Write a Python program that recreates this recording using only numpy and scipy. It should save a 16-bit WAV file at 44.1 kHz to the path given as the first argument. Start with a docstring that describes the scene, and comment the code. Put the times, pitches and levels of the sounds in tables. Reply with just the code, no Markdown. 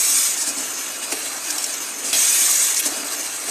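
"""A vial capping machine, close up and in mono, over factory ventilation and mains hum.
It opens on a blast of air, with metal caps chattering throughout in a vibrating feeder bowl.
Short puffs follow, the mechanism knocks the steel frame, and from 1.5 s small steel parts clink.
At 2.1 s the valve opens with a rush into a second long blast, and the chatter swells.
Spits, clinks, puffs and a run of ringing knocks close the cycle."""
import sys
import numpy as np
from scipy import signal
from scipy.fft import rfft, irfft
from scipy.io import wavfile
from scipy.ndimage import uniform_filter1d, map_coordinates

SR = 44100
rng = np.random.default_rng(int(sys.argv[2]) if len(sys.argv) > 2 else 0)


def materialize(psi):
    """Save the field psi as 16-bit PCM at rate SR to the path in sys.argv[1].

    A 1-D psi becomes a single channel; in a 2-D psi each row is a channel.
    """
    bounded = np.clip(np.atleast_2d(psi).T, -1, 1)
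    quanta = np.round(bounded * 32767).astype(np.int16)
    wavfile.write(sys.argv[1], SR, quanta)


N = 154350

# Tone colours of the noise layers. Each row: frequency in Hz, relative level per Hz in dB.
HALL_EQ = [(25, -34), (55, -22), (80, -26), (125, -19), (165, -26), (195, -13), (235, -8.5), (285, 0),
           (340, -2.5), (500, -5.5), (660, -2), (900, -5.5), (1400, -3), (2000, -15.5), (3000, -38)]  # low ventilation wash
FEEDER_EQ = [(1200, -9.5), (1750, -3.5), (2400, -1), (3000, -3.5), (3500, -4), (4400, -4), (5400, -3.5),
             (6500, 3), (7400, 0), (8300, 4.5), (9300, -2), (10300, -7.5), (11500, -8), (13600, -9.5)]  # bright rattle of caps
CRACK_EQ = [(2000, -10), (4000, -2), (5500, 3.5), (8300, 10.5), (10000, -3.5), (14000, -7)]  # sharp edge of a clink
KNOCK_EQ = [(40, -23), (110, -6.5), (175, -18), (260, 3.5), (450, -1), (680, 6.5), (900, -4.5), (2500, -31),
            (6000, -12)]  # dull body of a knock
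CLACK_EQ = [(700, 2), (1200, -6), (2500, 1), (5000, -15), (9000, -20)]  # hard top of a knock
PUFF_EQ = [(1500, -28), (2500, -19), (4500, 9), (6400, 14), (7400, 15), (8300, 17), (9300, 10.5),
           (10300, 12), (11200, -12), (14000, 1)]  # crisp puff of air
SPIT_EQ = [(1500, -16), (2400, 2), (5000, -14), (9000, -21), (10300, 0.5), (11500, 2), (13500, -7.5)]  # thin spit of air
RUSH_EQ = [(200, -16), (700, -5), (1100, -12), (2000, -1), (3800, 2), (6000, 1), (14000, -5.5)]  # broad rush of the opening valve
BLAST_EQ = [(1000, -19), (1700, -20.5), (2200, -10), (2950, -17), (3500, -9), (4400, -13), (5600, -6),
            (6300, -0.5), (6800, 1.5), (7500, -3), (8300, 2.5), (9000, -3), (10000, -8.5), (12500, -12.5),
            (13700, -9)]  # hissing jet

# Hum and whine of motors and vibrators. Each row: frequency in Hz, level in dB.
MOTOR_TONES = [(100, -66), (200, -69.5), (2553, -52), (6454, -58)]
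# Fader curve of the cap chatter. Each row: time in seconds, level in dB.
FEEDER_FADER = [(0, -27.5), (.62, -26.5), (.72, -27), (.82, -25), (.9, -28), (1.08, -27), (1.28, -27.5),
                (1.43, -27.5), (1.58, -26), (1.78, -26.5), (1.86, -28), (2.0, -31), (2.15, -21.5),
                (2.95, -25.5), (3.08, -26.5), (3.18, -25.5), (3.34, -28.5), (3.5, -26.5)]

# Resonances of struck steel. Each row: frequency in Hz, relative level in dB, t60 in seconds.
SMALL_PART_MODES = [(4040, -8, 0.015), (5520, 3, 0.085), (6680, -6, 0.07), (8400, -7, 0.03)]
FRAME_LOW_MODES = [(199, -10, 0.22), (252.2, 3, 0.45), (280.6, 8, 0.36), (298, 8, 0.25), (327, 12, 0.07)]
FRAME_MID_MODES = [(356, 4, 0.19), (426.5, 7, 0.26), (454, 1, 0.46), (626, -2, 0.4)]
# Small parts touching. Each row: start in seconds, crack level in dB, ring level in dB.
CLINK_CUES = [(1.5047, -16.5, -27), (1.5808, -17, -22), (1.6408, -17, -27), (1.7385, -26, -27.5),
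              (2.129, -14, -24), (2.5125, -17, -27), (2.555, -16, -29), (2.7435, -18, -30),
              (2.767, -20, -25), (3.1667, -29, -36)]
# Knocks on the frame. Each row: start in seconds, body level in dB, body decay in seconds,
# then the levels of the low ring, the mid ring and the clack in dB.
KNOCK_CUES = [(0.474, -34, 0.063, -31, -50, -49), (0.573, -41, 0.04, -29, -50, -45),
              (0.626, -43, 0.04, -35.5, -50, -35), (1.118, -32, 0.037, -36.5, -29.5, -24),
              (2.042, -37, 0.084, -34.5, -50, -39), (2.126, -35, 0.1, -41, -55, -38),
              (2.855, -27, 0.027, -31, -50, -45), (2.915, -39, .035, -35, -42, -54),
              (2.955, -38, 0.07, -30, -40, -47), (3.028, -40, 0.1, -35, -49, -31),
              (3.477, -35.5, .04, -50, -39, -31.5)]

# Releases of air. Each row: start, rise, hold and decay in seconds, then level in dB.
PUFF_CUES = [(0.362, 0.012, 0.024, 0.02, -23), (.398, .015, .008, 0.035, -23.5),
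             (0.459, 0.014, 0.019, 0.019, -22), (0.563, 0.011, 0.011, 0.034, -25),
             (1.109, .012, .005, 0.0077, -20.5), (1.215, .005, .01, .008, -31),
             (1.499, 0.004, 0.002, .003, -25), (1.617, 0.0044, .005, .006, -25),
             (1.636, 0.0028, 0.004, 0.0061, -24), (2.039, .006, 0.055, 0.0095, -25),
             (2.688, 0.0054, 0.02, .008, -24), (2.755, 0.0079, 0.034, 0.0065, -20),
             (2.846, 0.012, 0.0066, 0.012, -17.5), (3.188, .014, .004, .01, -32),
             (3.478, .012, .01, .01, -25.5)]
SPIT_CUES = [(2.33, .02, 0.072, .015, -23), (2.788, .003, .013, .003, -19.5)]
BLAST_CUES = [(-.2, 0.04, .42, 0.069, -15.5), (2.128, .055, .45, .1, -16.5)]
# Echoes off nearby steel panels. Each entry: delay in seconds.
PANEL_ECHOES_S = [.0016, .0027, .0043, .0071]


def undb(db):
    """Decibels to gain."""
    return 10 ** (np.asarray(db) / 20)


def unit(x):
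    """Scale to rms 1."""
    return x / np.sqrt(np.mean(x ** 2) + 1e-18)


def colour(x, points):
    """EQ a sound through (Hz, dB) points, rolling off below the lowest; rms 1."""
    hz, db = np.array(sorted(points)).T
    f = np.maximum(np.arange(N // 2 + 1) * SR / N, 1)
    gain = undb(np.interp(np.log(f), np.log(hz), db)) * np.minimum(f / hz[0], 1) ** 2
    return unit(irfft(rfft(x) * gain, N))


def noise(points):
    """Noise with a given tone colour."""
    return colour(rng.standard_normal(N), points)


def drift(rate_hz):
    """Smooth random movement, mostly slower than rate_hz; rms 1."""
    f = np.arange(N // 2 + 1) * SR / N
    return unit(irfft(rfft(rng.standard_normal(N)) * (f > 0) / (1 + (f / rate_hz) ** 2), N))


def flicker(x, depth_db, rate_hz, low_hz, octaves, count):
    """Let neighbouring bands of a sound waver in level, each on its own; rms 1."""
    f = np.maximum(np.arange(N // 2 + 1) * SR / N, 1)
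    spectrum = rfft(x)
    place = (count - 1) * np.clip(np.log2(f / low_hz) / octaves, 0, 1)
    bands = (irfft(spectrum * np.maximum(1 - abs(place - k), 0), N) for k in range(count))
    return unit(sum(band * undb(depth_db * drift(rate_hz)) for band in bands))


def envelope(start, rise, hold, decay):
    """Linear rise, hold, exponential decay, all in seconds."""
    t = np.arange(N) / SR - start
    return np.clip(t / max(rise, 1 / SR), 0, 1) * np.exp(-np.maximum(t - rise - hold, 0) / decay)


def ring(start, modes):
    """Struck steel rings in decaying modes, slightly detuned on every hit; rms 1 at the start."""
    out, first = np.zeros(N), int(start * SR)
    t = np.arange(min(SR // 2, N - first)) / SR
    for hz, db, t60 in modes:
        cycles = hz * t * (1 + 0.01 * rng.standard_normal()) + rng.random()
        fade = np.exp(-np.log(1000) * t / t60)
        out[first:first + len(t)] += undb(db) * np.sin(2 * np.pi * cycles) * fade
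    return out / np.sqrt(sum(undb(db) ** 2 for _, db, _ in modes) / 2)


def hall(wash_db=-38.5):
    """The bed: a wandering wash of ventilation and other machines, with motor and vibrator tones."""
    t = np.arange(N) / SR
    wash = flicker(noise(HALL_EQ), depth_db=1.9, rate_hz=6.5, low_hz=100.3, octaves=4.16, count=9)
    tones = np.zeros(N)
    for hz, db in MOTOR_TONES:
        wavering_gain = np.sqrt(2) * undb(db + 2 * drift(3))
        tones += wavering_gain * np.sin(2 * np.pi * hz * t + .5 * drift(3))
    return undb(wash_db) * wash + tones


def cap_rings(hits, count=3, decay_s=0.0097):
    """Different caps take turns to be struck, each with its own short ring."""
    fade = np.exp(-np.arange(SR // 10) / SR / decay_s)
    turn = np.argmax([drift(3) for _ in range(count)], axis=0)
    caps = [rng.standard_normal(len(fade)) * fade for _ in range(count)]
    return unit(sum(signal.fftconvolve(hits * (turn == k), cap)[:N] for k, cap in enumerate(caps)))


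def feeder(mains_hz=50, hits_per_s=2500, surge_db=1.03):
    """Caps hop in time with the shaking bowl: dense tiny ticks and short rings over a hiss."""
    t = np.arange(N) / SR
    shake = 1 + .15 * np.sin(2 * np.pi * mains_hz * t)
    ticks = (rng.random(N) < hits_per_s * shake / SR) * rng.choice([-1, 1], N)
    accent_db = np.minimum(rng.exponential(size=N), 4)
    hits = ticks * undb(accent_db)
    chatter = 0.62 * unit(hits) + 0.97 * cap_rings(hits)
    hiss = .5 * rng.standard_normal(N)
    bowl = colour(chatter + hiss, FEEDER_EQ)
    bowl = flicker(bowl, depth_db=1.5, rate_hz=15, low_hz=1755, octaves=2.97, count=15)
    fader_db = np.interp(t, *np.array(FEEDER_FADER).T)
    return bowl * undb(fader_db + surge_db * drift(16.5))


def clinks():
    """Steel touches steel: a bright crack and a short ring."""
    crack, out = noise(CRACK_EQ), np.zeros(N)
    for start, crack_db, ring_db in CLINK_CUES:
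        out += undb(crack_db) * envelope(start, rise=.0012, hold=.0022, decay=.002) * crack
        out += undb(ring_db) * ring(start, SMALL_PART_MODES)
    return out


def frame_knocks(attack_s=0.0059, clack_decay_s=0.0094):
    """Each knock has a dull body with a hard clack on top, and leaves the frame ringing."""
    body, clack, out = noise(KNOCK_EQ), noise(CLACK_EQ), np.zeros(N)
    for start, body_db, decay, low_db, mid_db, clack_db in KNOCK_CUES:
        rings = undb(low_db) * ring(start, FRAME_LOW_MODES) + undb(mid_db) * ring(start, FRAME_MID_MODES)
        out += undb(body_db) * envelope(start, attack_s, 0, decay) * body
        out += envelope(start, attack_s, 1, 1) * rings  # softens only the attack
        out += undb(clack_db) * envelope(start, attack_s, 0, clack_decay_s) * clack
    return out


def panels(x, echo_gain=0.71, sway_s=0.0001223, sway_hz=2.09):
    """Steel panels mirror the sound; their delays sway as the hand-held microphone moves."""
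    t = np.arange(N) / SR
    echoes = np.zeros(N)
    for delay in PANEL_ECHOES_S:
        sway = sway_s * uniform_filter1d(drift(sway_hz), size=4000)
        echoes += map_coordinates(x, [(t - delay - sway) * SR], order=3, mode="mirror")
    return (x + echo_gain * echoes) / np.sqrt(1 + len(PANEL_ECHOES_S) * echo_gain ** 2)


def airflow(cues):
    """Gain curve of a series of air releases, each swelling, holding and dying away."""
    return sum(undb(db) * envelope(start, rise, hold, decay) for start, rise, hold, decay, db in cues)


def air_blasts(sputters_per_s=21, sputter_decay_s=0.0026, flutter_db=.4):
    """The valve lets out long jets of hiss that flutter and sputter."""
    jet = flicker(noise(BLAST_EQ), depth_db=1.8, rate_hz=12, low_hz=1835, octaves=3.055, count=18)
    kicks = 1. * (rng.random(N) < sputters_per_s / SR)
    sputter = signal.lfilter([1], [1, -np.exp(-1 / (sputter_decay_s * SR))], kicks)
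    return undb(flutter_db * drift(11)) * (1 + 0.35 * sputter) * airflow(BLAST_CUES) * jet


def air(valve_opens_s=2.127, rush_db=-17.5):
    """The lead layer: long blasts, the broad rush of the valve opening, short puffs and bright spits."""
    blasts = air_blasts()
    rush = undb(rush_db) * envelope(valve_opens_s, rise=.001, hold=0.015, decay=0.036) * noise(RUSH_EQ)
    puffs = airflow(PUFF_CUES) * noise(PUFF_EQ)
    spits = airflow(SPIT_CUES) * noise(SPIT_EQ)
    return blasts + rush + puffs + spits


def scene():
    """Mix the machine and the hall, alike in both channels; only the air echoes off the panels."""
    mix = panels(air()) + feeder() + frame_knocks() + clinks() + hall()
    return np.tile(mix, (2, 1))


def record(dry, peak_limit=0.51, top_hz=14000):
    """Round off the highest peaks and cut the top end."""
    rounded = dry / (1 + (dry / peak_limit) ** 4) ** .25
    return signal.sosfilt(signal.ellip(12, .1, 85, top_hz, fs=SR, output="sos"), rounded)


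dry = scene()
out = record(dry)
materialize(out)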